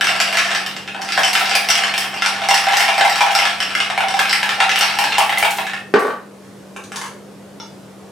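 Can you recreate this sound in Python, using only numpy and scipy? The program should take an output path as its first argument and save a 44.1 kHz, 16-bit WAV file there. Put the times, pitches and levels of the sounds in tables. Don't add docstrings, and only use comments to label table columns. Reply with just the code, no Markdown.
import sys
import numpy as np
from scipy import signal
from scipy.fft import rfft, irfft
from scipy.io import wavfile
from scipy.ndimage import uniform_filter1d

SR = 44100
rng = np.random.default_rng(int(sys.argv[2]) if len(sys.argv) > 2 else 0)


def put_to_file(sound):
    columns = np.atleast_2d(sound).T
    safe = np.clip(columns, -1, 1)
    whole_steps = np.round(safe * 32767)
    wavfile.write(sys.argv[1], SR, whole_steps.astype(np.int16))


N = 357651


def gain_of(db):
    return 10 ** (np.asarray(db) / 20)


def evened(x):
    return x / np.sqrt(np.mean(x ** 2) + 1e-20)


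def read(points, hz):
    f, value = np.transpose(points)
    return np.interp(np.log(hz + 1), np.log(f + 1), value)


def add(mix, s, sound):
    at = round(s * SR)
    part, sound = mix[max(at, 0):], sound[max(-at, 0):]
    part[:len(sound)] += sound[:len(part)]


def highpass(x, order, hz):
    return signal.sosfilt(signal.butter(order, hz, "high", fs=SR, output="sos"), x)


def rings(modes, size=4000, cycles=0.33, detune=0.):
    hz, db, t60 = np.transpose(modes)[:, :, None]
    hz = hz * (1 + detune * rng.standard_normal(hz.shape))
    t = np.arange(size) / SR
    start = 1 - np.exp(-t * hz / cycles)
    return hz[:, 0], start * gain_of(db - 60 * t / t60) * np.sin(2 * np.pi * hz * t)


def strike(modes, chance, spread_db, near_hz=None, focus_db=0, broad_db=0):
    hz, rows = modes
    chance = chance[:len(hz)]
    weight_db = spread_db * np.abs(chance)
    if near_hz:
        apart = np.log(hz / near_hz)
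        weight_db = weight_db + focus_db * np.exp(-(apart / 0.076) ** 2)
        weight_db = weight_db + broad_db * np.exp(-(apart / 1.2) ** 2)
    sound = (np.sign(chance) * gain_of(weight_db)) @ rows
    return sound / np.abs(sound).max()


def crack(colour, noise, decay_s):
    t, hz = np.arange(len(noise)) / SR, np.fft.rfftfreq(len(noise), 1 / SR)
    burst = irfft(rfft(noise) * gain_of(read(colour, hz)))
    burst *= (1 - np.exp(-t / 0.0005)) * np.exp(-t / decay_s)
    return burst / np.abs(burst).max()


def resonance(db, hz, t60_s, rise_s):
    t = np.arange(2000) / SR
    return gain_of(db - 60 * t / t60_s) * (1 - np.exp(-t / rise_s)) * np.sin(2 * np.pi * hz * t)


def rattle(knocks):
    # start_s, level_db
    stir = [(0.0, -20), (0.47, -22), (0.62, -26), (0.9, -41), (1.15, -21), (1.79, -20), (2.05, -23.5),
            (2.35, -25), (2.74, -14), (3.3, -20), (3.45, -18), (3.66, -27.5), (4.16, -29), (4.34, -19.5),
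            (4.45, -27), (4.88, -17.5), (5.45, -26.5), (5.64, -34.5), (5.8, -47.5)]
    count, settle_db_per_s = 450, -43
    hollow_db, clack_db, tick_db = -9.5, -5, -37
    draw = rng.random((count, 3))
    at = (np.arange(count) + draw[:, 0]) / count * (stir[-1][0] + .1) - .1
    size_db = np.interp(at, *np.transpose(stir)) - 2.43 * np.log(draw[:, 1] + 0.014)
    knocked = np.r_[-.1, np.array(knocks)[:, 0]]
    last_knock = knocked[np.maximum(np.searchsorted(knocked, at) - 1, 0)]
    size_db += settle_db_per_s * (at - last_knock)
    pitch_hz = 1200 * 4 ** draw[:, 2]
    shares = np.tile([hollow_db, clack_db, tick_db], (count, 1))
    return np.c_[at, size_db, pitch_hz, shares]


def rebounds(knocks):
    bounces, again = np.array(knocks + knocks), rng.random((2 * len(knocks), 2))
    bounces[:, 0] += .004 + .03 * again[:, 0]
    bounces[:, 1] += -4. - 10.5 * again[:, 1]
    return bounces


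def ice(count=24):
    # start_s, level_db, pitch_hz (wall),
    # hollow_share_db, clack_share_db, tick_share_db
    knocks = [(0.01, -7.5, 1710, -54, -2.5, -30), (0.07, -8, 2700, -36, -1.5, -28),
              (0.092, -17, 2680, -3, -3, -30), (0.2016, -4.5, 2310, -18, -1.5, -41),
              (0.3267, -13.5, 2240, -9.5, -3, -12), (0.3436, -17, 1650, -9, -4, -33),
              (0.3711, -6.5, 1940, -34, -5.5, -42), (0.3857, -9.5, 1740, -37, -3.5, -32),
              (0.4476, -16.5, 1780, -18, -5, -39), (0.514, -9.5, 1595, -14, -13, -40),
              (0.5493, -10, 1774, -20, -3.5, -40), (0.6627, -19, 3000, -35, -2, -8),
              (0.765, -19.5, 2810, -18, -2.5, -29), (0.8766, -20.5, 2610, -19, -9, -27),
              (0.9457, -21, 1480, -6, -26, -28), (0.9931, -34, 1470, 11, -15, -30),
              (1.018, -21, 1620, -13, 5, -35), (1.089, -16, 2520, -29, -2.5, -33),
              (1.1219, -13.5, 4780, -22, 2, -33), (1.1762, -7.5, 1595, -3.5, -8, -36),
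              (1.2336, -9, 3030, -15.5, 0, -33), (1.247, -15, 2020, -3, 6, -30),
              (1.3315, -13, 5030, -18, 3.5, -2.5), (1.352, -5.5, 2480, -28, -7, -25),
              (1.4097, -10.5, 1320, -6, -22, -27), (1.456, -17.5, 3580, -21, 0, -35),
              (1.495, -17, 2100, -28, 3, -34), (1.535, -15, 1660, -36, -17, -30),
              (1.5527, -5.5, 2430, -14.5, -0.5, -6.5), (1.6875, -8.5, 2900, -11, -1, -10),
              (1.7019, -6.5, 3110, -28, 4.5, -18), (1.7539, -7.5, 2910, -27, 0, -26),
              (1.8367, -7, 2995, -37, -4.5, -41), (1.9392, -15, 2390, -14, -9, -10),
              (1.9787, -13, 3220, -14, 2.5, -4.5), (2.1319, -25.5, 2160, -0.5, -21, -36.5),
              (2.2214, -7.5, 1400, -16, -6, -45), (2.261, -7.5, 1450, -12.5, -1, -38),
              (2.3397, -22, 1430, -4, -16, -35), (2.4179, -13, 2910, -8, -23, -33),
              (2.4875, -9, 1990, -4, 3.5, -18), (2.5102, -6, 2870, -4, -6, -17),
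              (2.5431, -4.5, 1900, -21, 0.5, -26), (2.577, -8, 2010, -18, 1, -19),
              (2.6684, -9.5, 1560, -1.5, -20, -39), (2.7332, -8.5, 1930, -3, -12, -15),
              (2.77, -8.5, 1820, -29, 5.5, -5.5), (2.8042, -4.5, 2140, -11.5, -5, -11),
              (2.8814, -7.5, 2310, -2, -7, -37), (2.9801, -12, 2150, 1, -0.5, -14),
              (3.0096, -3, 1570, -5, -15, -25), (3.05, -6.5, 2090, 0, -7, -13),
              (3.097, -8, 1900, -9, -2, -24), (3.1577, -9, 1450, -19, -2, -15),
              (3.2071, -6, 2410, 0, -4, -13), (3.2648, -8, 1620, -3.5, -20, -30),
              (3.3147, -19.5, 1620, 1.5, -11, -2.5), (3.351, -5.5, 1440, -9.5, 1.5, -29),
              (3.389, -4, 2180, -15, -5, -27), (3.4191, -7, 2940, -6, -18, -41),
              (3.4535, -6, 1660, -22, -3.5, -38), (3.6031, -9.5, 2940, -27, -1, -24),
              (3.7055, -17, 1367, -31, -13, -37), (3.7511, -8, 1610, -30, -7.5, -26),
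              (3.8021, -9, 2990, -20, -2.5, -28), (3.9, -13, 1650, -8, -25, -32),
              (3.9764, -10.5, 2260, -3, -26, -16), (4.005, -13, 1450, -2.5, -12, -24),
              (4.0846, -14, 2140, -5.5, -5, -36), (4.1405, -16, 2270, 1, -3, -22),
              (4.1914, -6, 1650, -25, -8, -13), (4.2541, -14.5, 1455, -35, -18, -22),
              (4.2951, -13.5, 4840, -36, 4.5, -35), (4.3285, -7.5, 2040, -40, -1.5, -39),
              (4.4301, -8.5, 1620, -6.5, -21, -12.5), (4.4919, -9.5, 1735, -19, -7, -20),
              (4.58, -28, 1300, 7.5, -20, -30), (4.6025, -4.5, 1330, -6.5, -18, -25),
              (4.6079, -15, 2170, -5.5, -26, -29), (4.6934, -4.5, 2000, -27, -9, -29),
              (4.7584, -6, 2910, -43, -7, -14), (4.81, -5, 2195, -10, 1, -33),
              (4.829, -8, 4400, -12, -5, -30), (4.9877, -8.5, 2320, -3, -2, -7.5),
              (5.04, -7.5, 1600, -14, -10, -22), (5.1218, -11, 2750, -37, -27, -42),
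              (5.1821, -7.5, 3000, 0.5, -4, -1), (5.205, -8, 1110, -10.5, -18, -25),
              (5.294, -8, 2020, -7.5, -31, -15), (5.3745, -9.5, 2060, -11, -26, -13),
              (5.4265, -5, 2260, -4.5, -22, -11), (5.5847, -12.5, 1790, -6, -36, -27),
              (5.667, -16, 1760, -33, -11, -23), (5.7342, -16.5, 1813, -15.5, -20, -25)]
    # pitch_hz, level_db, t60_s
    hollow_modes = [(694.5, -2.5, 0.056), (686, -17, 0.1), (753, -6.5, 0.039), (787.3, -3.5, 0.064),
                    (902, 11, 0.007), (930, 3.5, 0.017), (988, 2.5, 0.011)]
    # pitch_hz, level_db, t60_s
    wall_modes = [(1073, -13.5, 0.032), (1310, -1.5, 0.029), (1376, -4, 0.016), (1374.6, -7.5, 0.053),
                  (1503, -5, 0.053), (1654, 1, 0.026), (1664, -6.5, 0.033), (1786, -2, 0.015),
                  (1822, 0.5, 0.019), (2054, 2.5, 0.017), (2243, 1.5, 0.027), (2366, 0, 0.0094),
                  (2534, -11, 0.25), (2724, 1, 0.013), (2824, -0.5, 0.038), (3176, 5, 0.012),
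                  (3570, 0, 0.014), (3830, -8, 0.029)]
    # pitch_hz, level_db, t60_s
    clack_modes = [(4300, -5, .008), (4800, -3, .009), (5300, 0, .012), (5650, -2, .01), (7600, -7, .007),
                   (8400, -9, .006), (10600, -12, .006), (12400, -16, .005)]
    # frequency_hz, level_db (per Hz)
    contact_colour = [(290, -58), (500, -1), (807, -32), (1090, -5.5), (1670, -6.5), (4340, -6.5),
                      (5470, -14), (6700, -15), (11000, -24), (16000, -83)]
    # frequency_hz, level_db (per Hz)
    edge_colour = [(7000, -0.5), (9500, 1), (12000, -3), (16000, -10)]
    # start_s, level_db
    edge_ticks = [(0.5344, -37), (1.1917, -22), (1.3958, -19), (4.7887, -13), (5.3827, -13), (5.507, -16),
                  (5.5707, -18.5), (5.994, -22.5), (6.029, -30), (6.0694, -30), (6.0994, -39)]
    # start_s, pitch_hz
    pocket = [(0.0, 769), (0.3, 660), (0.75, 782), (1.0, 780), (1.2, 736), (2.0, 761), (2.6, 799),
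              (3.0, 792), (3.25, 831), (3.45, 733), (3.95, 753), (4.4, 843), (4.65, 771), (5.0, 832),
              (5.8, 811)]
    pocket_scatter = 0.046

    loads = [(rings(hollow_modes, cycles=0.95, detune=0.026), rings(wall_modes, detune=0.018),
              rings(clack_modes, size=1500, detune=0.032)) for _ in range(count)]
    blows, out = np.r_[knocks, rebounds(knocks), rattle(knocks)], np.zeros(N)
    pocket_hz = np.interp(blows[:, 0], *np.transpose(pocket))
    pocket_hz *= 1 + pocket_scatter * (rng.random(len(blows)) - .5)
    for k, chance in enumerate(rng.standard_normal((len(blows), 1104))):
        s, db, hz, low_db, high_db, top_db = blows[k]
        low_hz = pocket_hz[k]
        hollow, wall, clack = loads[k % count]
        add(out, s, gain_of(db) * strike(wall, chance, 3.3, hz, focus_db=4.5, broad_db=2.0))
        add(out, s, resonance(db - 7.0, hz, 0.038, 0.0011))
        add(out, s, gain_of(db + low_db) * strike(hollow, chance[30:], 2.3, low_hz, focus_db=11.0))
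        add(out, s, resonance(db + low_db - 3.5, low_hz, 0.087, 0.0028))
        add(out, s, gain_of(db + high_db) * strike(clack, chance[60:], 4., hz, focus_db=10.0))
        add(out, s, gain_of(db - 7.) * crack(contact_colour, chance[80:592], 0.0025))
        add(out, s, gain_of(db + top_db) * crack(edge_colour, chance[592:], 0.0047))
    for (s, db), chance in zip(edge_ticks, rng.standard_normal((len(edge_ticks), 512))):
        add(out, s, gain_of(db) * crack(edge_colour, chance, 0.0033))
    return out


def kitchen(x):
    # frequency_hz, t60_s
    room = [(200, 0.17), (800, 0.39), (2500, 0.37), (6000, 0.32), (14000, 0.41)]
    # frequency_hz, share (0-1)
    alike = [(100, 1), (500, 0.79), (2000, 0.66), (5000, 0.53), (14000, 0.82)]
    echoes = np.zeros((3, SR // 2))
    at = np.arange(120, SR // 2 - 16, 16)
    at = at + rng.integers(0, 16, (3, len(at)))
    np.put_along_axis(echoes, at, rng.choice([-1., 1.], at.shape), 1)
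    hz, t, z = signal.stft(echoes, SR, nperseg=256)
    share = np.clip(read(alike, hz), 0, 1)[:, None]
    z = np.sqrt(share) * z[2] + np.sqrt(1 - share) * z[:2]
    tail = signal.istft(z * gain_of(-60 * t / read(room, hz)[:, None]), SR, nperseg=256)[1]
    return signal.fftconvolve(x[None], tail / np.linalg.norm(tail[0]), axes=1)[:, :N]


def air():
    # (per Hz, relative)
    air_colour = [(15, -30), (28, -26), (60, -48), (92, -7), (145, -1.5), (195, -6.5), (301, -2.5),
                  (344, -4), (394, -1.5), (607, -6), (887, -13), (2690, -23.5), (9570, -29), (14800, -39.5),
                  (16000, -51)]
    # frequency_hz, coherence
    likeness = [(60, 1), (240, 0.74), (950, 0.69), (3770, 0.48), (15000, 0.67)]
    frames, hz = N // 512 + 5, np.fft.rfftfreq(2048, 1 / SR)
    a, b, c, d, patches = rng.standard_normal((frames, 1025, 5)).T
    patches = evened(uniform_filter1d(uniform_filter1d(patches, 10, 0), 8, 1))
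    same, left = np.clip(read(likeness, hz), -1, 1)[:, None], a + 1j * b
    right = same * left + np.sqrt(1 - same ** 2) * (c + 1j * d)
    z = np.array([left, right]) * gain_of(read(air_colour, hz)[:, None] + 1.3 * patches)
    noise = signal.istft(z, nperseg=2048, noverlap=1536)[1][:, :N]
    return gain_of(-43) * evened(noise)


def hum():
    centre_hz, waver_hz, level_db = 197, 2.49, -45.5
    waver = evened(uniform_filter1d(uniform_filter1d(rng.standard_normal(N), 3000), 3000))
    tone = np.sqrt(2) * np.sin(2 * np.pi * np.cumsum(centre_hz + waver_hz * waver) / SR)
    return gain_of(level_db) * tone * gain_of([[.5], [-.5]])


def set_down():
    # start_s, level_db
    landings = [(5.9392, -0.5), (5.958, -4.5), (6.022, -10.5), (6.049, -11), (6.08, -13), (6.104, -17)]
    # pitch_hz, level_db, t60_s
    table_modes = [(238, -10, 0.16), (347, -8, 0.074), (437, 11.5, 0.019), (517, 8, 0.019), (754, 8, 0.014),
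                   (1146, 2.5, 0.04), (1520, 1, 0.037), (1830, -5, 0.03)]
    # frequency_hz, level_db (per Hz)
    thud_colour = [(88, -39), (150, -8), (267, -4), (486, -2.5), (757, -5.5), (1180, -4), (1380, -8),
                   (3470, -20.5), (15000, -53.5)]
    table, out = rings(table_modes), np.zeros(N)
    for k, ((s, db), chance) in enumerate(zip(landings, rng.standard_normal((len(landings), 1000)))):
        push = chance if k else np.abs(chance)
        add(out, s, gain_of(db) * strike(table, push, 3.7))
        add(out, s, gain_of(db - 3.5) * crack(thud_colour, chance, 0.0059))
    return out


def chopstick():
    # start_s, level_db, stick_share_db, dish_share_db
    tap_list = [(6.449, -31, -14, -16), (6.763, -16.5, -4.5, -13.5), (6.838, -23.5, -24, -7),
                (6.919, -18.5, -3, -8), (6.942, -23, -8, -16), (6.959, -10.5, -11.5, -5.5),
                (6.972, -16.5, -8, -21), (7.014, -16, -6, -8.5), (7.039, -15, -9.5, -19),
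                (7.059, -19, -11, -11), (7.084, -30, -13, -16)]
    # pitch_hz, level_db, t60_s
    stick_modes = [(904, -6, 0.032), (1060, 2, 0.013), (1440, 0, 0.015), (1686, -3.5, 0.029),
                   (2130, 0, 0.011), (2700, 4, 0.004)]
    # pitch_hz, level_db, t60_s
    dish_modes = [(4860, -2, .01), (6160, 4, 0.067), (9500, -9, .03), (10330, -4, .06)]
    # frequency_hz, level_db (per Hz)
    glaze_colour = [(2000, -25), (3000, 0), (4500, 1), (6000, 1.5), (10000, -6), (16000, -26)]
    out = np.zeros(N)
    for (s, db, stick_db, dish_db), chance in zip(tap_list, rng.standard_normal((len(tap_list), 552))):
        stick, dish = rings(stick_modes, detune=0.052), rings(dish_modes, detune=0.0069)
        add(out, s, gain_of(db + stick_db + 0.5) * strike(stick, chance, 2.3))
        add(out, s, gain_of(db + dish_db - 16.5) * strike(dish, chance[20:], 5.1))
        add(out, s, gain_of(db + dish_db - 2.0) * crack(glaze_colour, chance[40:], 0.003))
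    return out


def crockery():
    # start_s, level_db
    s, db = (7.6, -23.5)
    # pitch_hz, level_db, t60_s
    crockery_modes = [(900, 1, 0.04), (1220, -4, 0.029), (1390, -2, 0.037), (2230, -3, 0.019),
                      (2930, -2, 0.021), (3440, -16, 0.062), (3460, 2, 0.028), (4170, -12, 0.067),
                      (4800, -20, .4), (5530, 6, 0.016), (5650, -13, 0.051), (6358, -12, 0.17)]
    out = np.zeros(N)
    add(out, s, gain_of(db) * strike(rings(crockery_modes, size=16000), rng.standard_normal(20), 0))
    return out


def scene():
    glass = highpass(ice(), 3, 520.)
    table, dish = set_down(), chopstick() + crockery()
    wet = gain_of(4.0) * glass + gain_of(4.5) * table + gain_of(6.5) * dish
    near = glass + table + dish + kitchen(wet)
    return highpass(near, 4, 170.) + air() + hum()


def record(dry):
    threshold_db, makeup_db, slope = -17.5, 3.0, 0.57
    recovery_db_per_s, smoothing_s, ceiling, edge_hz = 14.0, .06, .97, 16150
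    keep = np.exp(-1 / (smoothing_s * SR))
    power_db = 10 * np.log10(signal.lfilter([1 - keep], [1, -keep], (dry ** 2).mean(0)) + 1e-12)
    fall = np.arange(N) * recovery_db_per_s / SR
    held_db = np.maximum.accumulate(power_db + fall) - fall
    over_db = np.maximum(held_db - threshold_db, 0)
    held = ceiling * np.tanh(gain_of(makeup_db - slope * over_db) * dry)
    held = highpass(held, 2, 48.)
    band_limit = signal.firwin(511, edge_hz, window=("kaiser", 9), fs=SR)
    return signal.oaconvolve(held, band_limit[None], "same")


dry = scene()
out = record(dry)
put_to_file(out)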